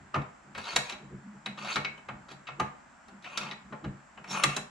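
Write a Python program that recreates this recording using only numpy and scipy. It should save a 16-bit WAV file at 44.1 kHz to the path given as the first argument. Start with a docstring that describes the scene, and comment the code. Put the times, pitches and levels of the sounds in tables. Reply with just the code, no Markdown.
"""Garage murmur and a thin high hiss, perhaps insects outside, run throughout: shaped and narrow noise.
Over them a cast-iron bench vise is cranked shut close by, its wooden bench humming in low noise bands.
The steel handle bar knocks at its stops: rattling contacts ring modes of iron and bar over noisy cracks.
It also scrapes through its hole, a train of tiny slips driving the same modes.
The garage answers with a sparse, thin reverb."""
import sys
import numpy as np
from scipy import signal
from scipy.fft import rfft, irfft, next_fast_len
from scipy.io import wavfile
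from scipy.ndimage import uniform_filter1d

SR = 44100
rng = np.random.default_rng(int(sys.argv[2]) if len(sys.argv) > 2 else 0)


def file_out(sig):
    """Save sig as 16-bit WAV at sys.argv[1]."""
    # one column per channel
    cols = np.atleast_2d(sig).T
    # limit, then scale
    lim = np.clip(cols, -1, 1)
    pcm = np.round(lim * 32767).astype(np.int16)
    wavfile.write(sys.argv[1], SR, pcm)


N = 207262  # length in samples


def gain_of(db):
    """Decibels to an amplitude factor."""
    return 10 ** (np.asarray(db) / 20)


def evened(x):
    """Scales to rms 1."""
    return x / np.sqrt(np.mean(x ** 2) + 1e-20)


def smoothed_twice(x, size):
    """Two running means in a row."""
    return uniform_filter1d(uniform_filter1d(x, size), size)


def read(points, hz):
    """Reads a curve of (f/Hz, value) on a log-frequency axis."""
    f, value = np.transpose(points)
    return np.interp(np.log(hz + 1), np.log(f + 1), value)


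def add(mix, s, sound):
    """Mixes a sound in at s seconds."""
    part = mix[round(s * SR):][:len(sound)]
    part += sound[:len(part)]


def resonate(x, hz, width):
    """One-pole resonance: shifts hz down to zero, smooths, and shifts back."""
    turn = np.exp(2j * np.pi * hz * np.arange(len(x)) / SR)
    r = np.exp(-np.pi * width / SR)
    return 2 * (turn * signal.lfilter([1 - r], [1, -r], x / turn)).real


def band(x, lo_hz, hi_hz):
    """Band-pass, scaled to rms 1."""
    return evened(signal.sosfilt(signal.butter(3, [lo_hz, hi_hz], "band", fs=SR, output="sos"), x))


def dying(power, t60):
    """Energy put in by the contacts leaks away; returns the amplitude."""
    return np.sqrt(abs(signal.lfilter([1], [1, -gain_of(-2 * 60 / SR / t60)], power)))


# spectral shape of the garage murmur: (f/Hz, relative level/dB)
MURMUR = [(15, -39.5), (25, -1), (63, -7.5), (119, -23), (208, -1.5), (498, -22.5), (554, -10), (892, -6),
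          (1130, -7.5), (1330, -6.5), (1560, -7), (3830, -28), (7610, -25.5), (9410, -37.5), (14000, -73)]
MURMUR_DB = -56.5  # rms of the murmur, both channels together
# likeness of the murmur left and right: (f/Hz, correlation)
SAME = [(60, 0.83), (180, 0.68), (550, 0.34), (1650, 0.37), (4970, 0.38), (15000, -0.47)]
# thin high hiss: (f/Hz, width of each of two resonances/Hz, level/dB)
HISS = (7400, 600, -73)


def murmur():
    """Random short-time spectra with drifting patches, plus a narrow wavering hiss."""
    frames, hz = N // 256 + 5, np.fft.rfftfreq(1024, 1 / SR)
    a, b, c, d, patches = rng.standard_normal((frames, 513, 5)).T
    patches = uniform_filter1d(patches, 12, 0)  # across frequency
    patches = evened(uniform_filter1d(patches, 14, 1))  # across time
    same = np.clip(read(SAME, hz), -1, 1)[:, None]
    left = a + 1j * b
    right = same * left + np.sqrt(1 - same ** 2) * (c + 1j * d)
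    spectra = np.array([left, right]) * gain_of(read(MURMUR, hz)[:, None] + 0.5 * patches)
    wash = signal.istft(spectra, nperseg=1024, noverlap=768)[1][:, :N]
    hiss_hz, width, hiss_db = HISS
    hiss = [resonate(resonate(noise, hiss_hz, width), hiss_hz, width)
            for noise in rng.standard_normal((2, N))]
    return gain_of(MURMUR_DB) * evened(wash) + gain_of(hiss_db) * evened(np.array(hiss))


# low hums of the bench: (f/Hz, width of the first two resonances/Hz)
BENCH = [(80, 140), (140, 16), (199, 38.4), (290, 205)]
# how each hum takes a jolt: (level/dB, share of lean, share of weight, lag/s, fall at length 1/dB per s)
TAKES = [(1.8, 0.01, 1.46, -0.00036, 297), (0.3, 1.19, 0.01, 0.0032, 223), (-0.7, -1.07, 0.01, 0.0024, 242),
         (-2, 0.65, 0.12, -0.013, 244)]
# jolts from knocks and cranking: (peak t/s, level/dB, lean among the hums/dB, weight/dB, length factor)
JOLTS = [(.02, -60.5, -1.5, -0.5, 2.7), (0.188, -38, 3, 0.5, 0.86), (.28, -60, -4, -1, 0.82),
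         (.5, -59.5, -2, -9, 2.2), (.59, -54.5, -5, 0.5, 1.26), (.78, -47, 0.1, -3, 1.3),
         (.95, -57, -5.5, -1.5, 0.7), (1.05, -51.5, -0.5, -11, 1.45), (1.15, -45.5, -0.4, -4.5, 1.12),
         (1.28, -56, -11.5, -19, 1.5), (1.369, -51.5, -2.5, -26, 0.75), (1.5, -46.5, -4.5, -45, 1.26),
         (1.64, -50, -3, -29, 2), (1.789, -42.5, 1.5, -4, 0.96), (1.9, -56.5, 0, -10, 2.1),
         (2.14, -52, -3, -0.5, 1.9), (2.348, -55.5, 0, -25, 1.5), (2.53, -64.5, 12, -27, 1.4),
         (2.63, -40, 0.5, -4.5, 1), (2.88, -65, -2, -24, 0.72), (3.149, -56.5, -6, -28, 1.2),
         (3.27, -61.5, -2.5, -8, 1.6), (3.44, -49, -3, -12, 2.36), (3.55, -60, 1, -15, 1.1),
         (3.67, -61, -8.5, 1, 1.1), (3.741, -48, -1.5, -11, 1.04), (3.879, -40, -0.5, -1, 1.24),
         (4.22, -57.5, -3.5, -10, 1.4), (4.35, -45.5, -3.5, -19, 2.1), (4.478, -38, 2.5, -6, 1),
         (4.6, -43, -2, -8, 0.79)]
SWELL_S = 0.027  # rise before a peak, at length 1


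def bench():
    """Uneven pushes from the screw, and the knocks, keep the low modes of the bench humming."""
    out, t = np.zeros(N), np.arange(N) / SR
    for (hz, width), (db, leans, weighs, lag, fall_db) in zip(BENCH, TAKES):
        hum = resonate(resonate(rng.standard_normal(N), hz, width), hz, width)
        envelope = abs(signal.hilbert(hum, next_fast_len(N))[:N])
        hum = evened(hum / envelope ** 0.91)  # steadier than pure chance
        hum = evened(resonate(hum, hz, 2 * width))
        slow, power = t[::64], 0
        for s, strength_db, lean_db, weight_db, length in JOLTS:
            since = (slow - s - lag) / max(length, .2)
            swell, fall = np.exp(-(since / SWELL_S) ** 2), gain_of(-fall_db * abs(since))
            shape = np.where(since < 0, swell, fall)
            jolt_db = strength_db + db + leans * lean_db + weighs * weight_db
            power = power + (gain_of(jolt_db) * shape) ** 2
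        out += hum * np.interp(t, slow, np.sqrt(power))
    return out


# bench top modes under a knock: (f/Hz, relative level/dB, t60/s)
THUMP = [(259, 4.5, 0.17), (392, 2.5, 0.2), (516.3, -9, 0.29), (637.5, -2, 0.32), (812, 5.5, .2)]


def thump():
    """The bench top answers a knock late and softly; peak rms near 1."""
    t = np.arange(SR // 4) / SR
    hz, db, t60 = np.transpose(THUMP)[:, :, None]
    detune, phase = 1 + 0.03 * rng.standard_normal(hz.shape), rng.random(hz.shape)
    tones = np.sin(2 * np.pi * (hz * detune * t + phase))
    rung = (gain_of(db - 60 * t / t60) * tones).sum(0)
    rung *= 1 - np.exp(-t / 0.00073)  # soft onset
    return rung / np.sqrt(uniform_filter1d(rung ** 2, 900).max())


# modes of the iron body and of the bar's low, middle and treble ranges:
# (f/Hz, relative struck level/dB, relative rubbed level/dB, t60 before scaling/s)
IRON = [(492.8, -12, -27, 0.47), (606.4, -12, -11, 0.59), (735, -8.5, -7.5, 0.38),
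        (842, -8.5, -20.5, 0.057), (955, 2, 0, 0.047), (1098.5, -1.5, -1.5, 0.11), (1212, 2.5, -2.5, 0.079),
        (1328, 5.5, 0, 0.065), (1315, -5, -8, 0.088), (1652, -1, -31, 0.065)]
BAR_LOW = [(1913, -8, -10, 0.15), (2203, -9, -10, 0.39), (2275, -8, -5, 0.25), (2490, -4.5, 1.5, 0.073),
           (2654, 1, 5.5, 0.045), (2880, -8.5, -20, 0.1), (3030, -5, -19.5, 0.089)]
BAR_MIDDLE = [(3340, 2, -6.5, 0.044), (3790, 10, 5, 0.013), (3913, 6.5, -3, 0.038), (4403, -10.5, -1, 0.13),
              (4500, -26, -2.5, 0.05)]
BAR_TREBLE = [(5520, 4.5, 9, 0.03), (5680, -21.5, -7.5, .1), (6320, 15, 7, 0.035), (7040, 9, 4.5, 0.058),
              (7440, 12, -5.5, 0.059), (9300, -1.5, -3.5, .1), (10550, -1.5, -25, .1),
              (12200, -7.5, -10.5, .08)]
# the four ringing parts: (modes, band from f/Hz, band to f/Hz, relative noisy crack level/dB,
# crack t60 before scaling/s)
PARTS = [(IRON, 502, 1780, 2.6, 0.17), (BAR_LOW, 1470, 2800, 0.88, 0.13),
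         (BAR_MIDDLE, 2340, 5700, 1.1, 0.035), (BAR_TREBLE, 1830, 8200, 18.7, 0.027)]
# knocks: (t/s, iron body level/dB, bar low level/dB, bar middle level/dB, bar treble level/dB,
# bench thump level/dB, favoured low ring f/Hz)
KNOCKS = [(0.145, -25.5, -37, -44, -52.5, -46, 1230), (0.157, -27.5, -49, -54, -54, -44, 1350),
          (0.218, -60, -53, -59.5, -66, -48.5, 1340), (0.55, -43.5, -43, -50.5, -58, -71, 1420),
          (0.579, -37.5, -41.5, -57, -49.5, -47.5, 1680), (0.763, -26, -27, -21, -22, -43.5, 4220),
          (0.897, -53, -39, -39.5, -42.5, -57, 2730), (0.924, -42, -44, -40.5, -50, -47, 3900),
          (1.462, -39, -36.5, -32, -45.5, -50, 4020), (1.577, -43, -51, -50.5, -60, -57, 1270),
          (1.759, -27, -36, -29.5, -38, -47, 1184), (1.767, -35, -32.5, -38, -52, -41, 1360),
          (1.848, -38, -31, -36, -82, -46.5, 2310), (1.978, -52, -53, -71, -65, -62, 3110),
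          (2.088, -37.5, -42, -53, -60.5, -48.5, 1120), (2.287, -48, -61, -55.5, -64, -59, 1310),
          (2.314, -47.5, -55, -56.5, -57, -53, 1800), (2.472, -49.5, -42.5, -49, -72, -82, 1250),
          (2.488, -38, -45, -51, -79, -70, 1410), (2.6, -24, -35, -40, -40.5, -35.5, 1174),
          (3.084, -53, -62, -64, -61, -57, 1380), (3.243, -59, -46.5, -60, -68, -65, 1730),
          (3.376, -32.5, -36.5, -30.5, -32.5, -53, 1330), (3.513, -52, -40.5, -38, -75, -50.5, 1910),
          (3.726, -41, -54, -61.5, -83.5, -46.5, 1030), (3.844, -42, -48, -55.5, -64, -44, 1053),
          (4.177, -47, -50.5, -66, -90, -58, 2780), (4.243, -47, -49, -60, -59.5, -67, 1580),
          (4.438, -22, -21.5, -22.5, -20.5, -44, 1190), (4.566, -35, -41, -34.5, -30, -41, 3950)]
TREBLE_RING_HZ = 5420  # the bar's favoured high ring
# rattle of a -40 dB knock in s; harder knocks rattle shorter, dB per dB
RATTLE_S, RATTLE_SHRINK = 0.0051, 0.18
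# factor on t60 at -40 dB; harder knocks seat the bar and ring shorter, dB per dB
RING, RING_SHRINK = 0.73, 0.037


def knocks():
    """Each knock is a short rattle of contacts that rings the modes of iron and bar over a noisy crack."""
    out, t = np.zeros(N), np.arange(SR // 4) / SR
    for s, *levels_db, thump_db, low_hz in KNOCKS:
        add(out, s, gain_of(thump_db) * thump())
        hard_db = max(levels_db) + 40
        rattle = max(RATTLE_S / gain_of(RATTLE_SHRINK * hard_db), 1e-4)
        damping = max(RING / gain_of(RING_SHRINK * hard_db), .1)
        contacts = rng.exponential(1, len(t)) * (rng.random(len(t)) < .02)
        contacts *= np.exp(-(t / rattle) ** 2)
        contacts[0] = 0.95
        contacts = uniform_filter1d(contacts, size=24, origin=5)  # each contact takes a moment
        contacts = uniform_filter1d(contacts, size=16)
        favoured_hz = np.array([low_hz, TREBLE_RING_HZ])
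        for (modes, lo_hz, hi_hz, crack_db, crack_t60), db in zip(PARTS, levels_db):
            crack = band(rng.standard_normal(len(t)), lo_hz, hi_hz)
            rung = gain_of(crack_db) * dying(contacts, crack_t60 * damping) * crack
            for hz, struck_db, _, t60 in modes:
                # the place of the blow favours two rings
                struck_db += 10.2 * np.exp(-(np.log(hz / favoured_hz) / 0.13) ** 2).sum()
                # loose parts split each mode
                detune, phase = 1 + 0.0168 * rng.standard_normal((4, 1)), rng.random((4, 1))
                cluster = np.sin(2 * np.pi * (hz * detune * t + phase)).sum(0)
                rung += gain_of(struck_db - 9.0) * dying(contacts, t60 * damping) * cluster
            loudest = np.sqrt(uniform_filter1d(rung ** 2, 400).max())
            add(out, s - .0015, gain_of(db) * rung / loudest)
    return out


# the bar sliding and the screw rubbing, one curve a stroke: (t/s, level/dB, brightness/dB)
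SCRAPES = [
    [(0.56, -50, -9), (0.582, -46, -4), (0.622, -51, -1), (0.678, -37.5, -10.5), (0.745, -44, -3.5)],
    [(0.85, -49.5, 2), (0.888, -48.5, -5), (0.898, -41, -7), (0.938, -55.5, -7), (0.99, -62, -18)],
    [(1.59, -40.5, -6.5), (1.608, -51, 1), (1.622, -39, -10), (1.728, -35.5, -5), (1.745, -48.5, 10.5)],
    [(2.3, -52, -15), (2.318, -55, 5), (2.358, -70, -6), (2.38, -73, -5)],
    [(3.1, -68, -7), (3.122, -66, -23), (3.136, -63, -19), (3.142, -63, -22), (3.15, -77, -17)],
    [(3.23, -64, 3), (3.246, -52, -4.5), (3.272, -35.5, -25), (3.286, -47, -13), (3.36, -40.5, -16)],
    [(3.42, -40, -9.5), (3.5, -49, -9.5)],
    [(4.26, -54, -18), (4.274, -55, -4), (4.316, -40.5, 10.5), (4.352, -35, -1), (4.42, -35.5, -11)],
    [(4.5, -35, -14), (4.55, -45, 0)],
]
# how each of the PARTS takes the rub: (level/dB, share of the brightness)
RUBBED = [(-1.5, 0.01), (-1.5, 0.26), (-2.5, 0.75), (-7.5, 0.87)]
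# how freely parts ring in each stroke, by where the bar sits in its hole:
# (iron body level/dB, bar middle level/dB)
SEATING = [(-0.5, 4), (-1, .1), (-1.1, 0), (-2, 3.2), (3, .1), (-3, -0.5), (2.2, 2.7), (1.3, -6),
           (-1.2, -4.5)]


def scrapes():
    """Rough steel on iron: an uneven train of tiny slips drives the same modes, widened by the contact."""
    strengths = gain_of(1.9 * np.minimum(rng.exponential(1, N), 5))
    slips = strengths * rng.choice([-1, 1], N) * (rng.random(N) < 3500 / SR)  # about 3500 slips per s
    grip = evened(uniform_filter1d(rng.standard_normal(N), 200))  # catches and lets go
    slips *= gain_of(2.0 * grip)
    out = np.zeros(N)
    for k, ((modes, lo_hz, hi_hz, *_), (part_db, share)) in enumerate(zip(PARTS, RUBBED)):
        rubbed = gain_of(-1.5) * evened(slips)
        for hz, _, rubbed_db, t60 in modes:
            shift = evened(smoothed_twice(rng.standard_normal(N), 1200))  # the contact point wanders
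            rubbed += gain_of(rubbed_db + 4.8 * shift) * evened(resonate(slips, hz, 7.6 / t60))
        rubbed = band(rubbed, 0.61 * lo_hz, 1.19 * hi_hz)
        # steady hand pressure evens the rub
        rubbed = evened(rubbed / abs(uniform_filter1d(rubbed ** 2, 900)) ** 0.14)
        for rows, (iron_db, middle_db) in zip(SCRAPES, SEATING):
            s, level_db, bright_db = np.transpose(rows)
            seating_db = (iron_db, 0, middle_db, 0)[k]
            db = level_db + part_db + share * bright_db + seating_db
            at = np.arange(round((s[0] - .012) * SR), round((s[-1] + 0.042) * SR))
            stroke = rubbed[at] * gain_of(np.interp(at / SR, s, db))
            add(out, at[0] / SR, stroke * signal.windows.tukey(len(at), .1))
    return out


# reverb of the garage: (f/Hz, t60/s)
GARAGE = [(150, 0.59), (600, 0.53), (1500, 0.38), (4000, 0.31), (10000, 0.27)]


def garage(x):
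    """Sparse taps of random sign, each band dying at its own speed."""
    taps = np.zeros((2, SR // 2))
    at = np.arange(200, SR // 2 - 20, 20)
    at = at + rng.integers(0, 20, (2, len(at)))
    np.put_along_axis(taps, at, rng.choice([-1., 1.], at.shape), 1)
    hz, t, spectra = signal.stft(taps, SR, nperseg=256)
    fade = gain_of(-60 * t / read(GARAGE, hz)[:, None])
    tail = signal.istft(spectra * fade, SR, nperseg=256)[1]
    return signal.fftconvolve(x[None], tail / np.linalg.norm(tail[0]), axes=1)[:, :N]


# sound that differs between the microphone ports: (f/Hz, level/dB)
SCATTER = [(60, -15.5), (350, -15.5), (750, -3.5), (1700, -0.5), (3000, -5.5), (4200, -28), (5500, -3),
           (9000, 2.5)]
# colour of the two ports: (f/Hz, left over right level/dB)
LEAN = [(450, 0), (1200, 2.5), (2000, 1), (2700, 4), (4000, 0), (5600, -4), (7300, -5), (8300, 0),
        (9800, 3), (12000, 0)]


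def ports(x):
    """Sound scattered by the bench top and tools reaches the two ports unlike; each has its own colour."""
    size = next_fast_len(N + 2000)
    hz = np.fft.rfftfreq(size, 1 / SR)
    paths = rng.standard_normal(1500) * gain_of(-60 * np.arange(1500) / SR / 0.025)
    unlike = gain_of(read(SCATTER, hz)) * rfft(paths / np.linalg.norm(paths), size)
    pair = np.array([1 + unlike, 1 - unlike])
    # scatter moves no energy across
    pair /= np.sqrt(uniform_filter1d(abs(pair) ** 2, size=500, mode="nearest"))
    lean = gain_of(read(LEAN, hz) / 2)
    return irfft(rfft(x, size) * pair * np.array([lean, 1 / lean]), size)[:, :N]


GARAGE_DB = -6  # reverb level


def scene():
    """Background, bench, vise and room; the open garage returns little bass."""
    background = murmur()
    hum = bench()
    metal = knocks() + scrapes()
    thinned = signal.lfilter(*signal.butter(1, 500, "high", fs=SR), metal)
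    return ports(metal + hum) + gain_of(GARAGE_DB) * garage(thinned) + background


EDGE_HZ = 14600  # upper band limit


def record(dry):
    """The microphone loses deep bass and top treble; then a steep low-pass sets the band limit."""
    bass_cut = signal.butter(2, 45, "high", fs=SR, output="sos")
    treble_cut = signal.butter(1, 16000, fs=SR, output="sos")
    soft = signal.sosfilt(np.vstack([bass_cut, treble_cut]), dry)
    edge = signal.firwin(511, EDGE_HZ, window=("kaiser", 9), fs=SR)
    return signal.oaconvolve(soft, edge[None], "same")


dry = scene()
out = record(dry)
file_out(out)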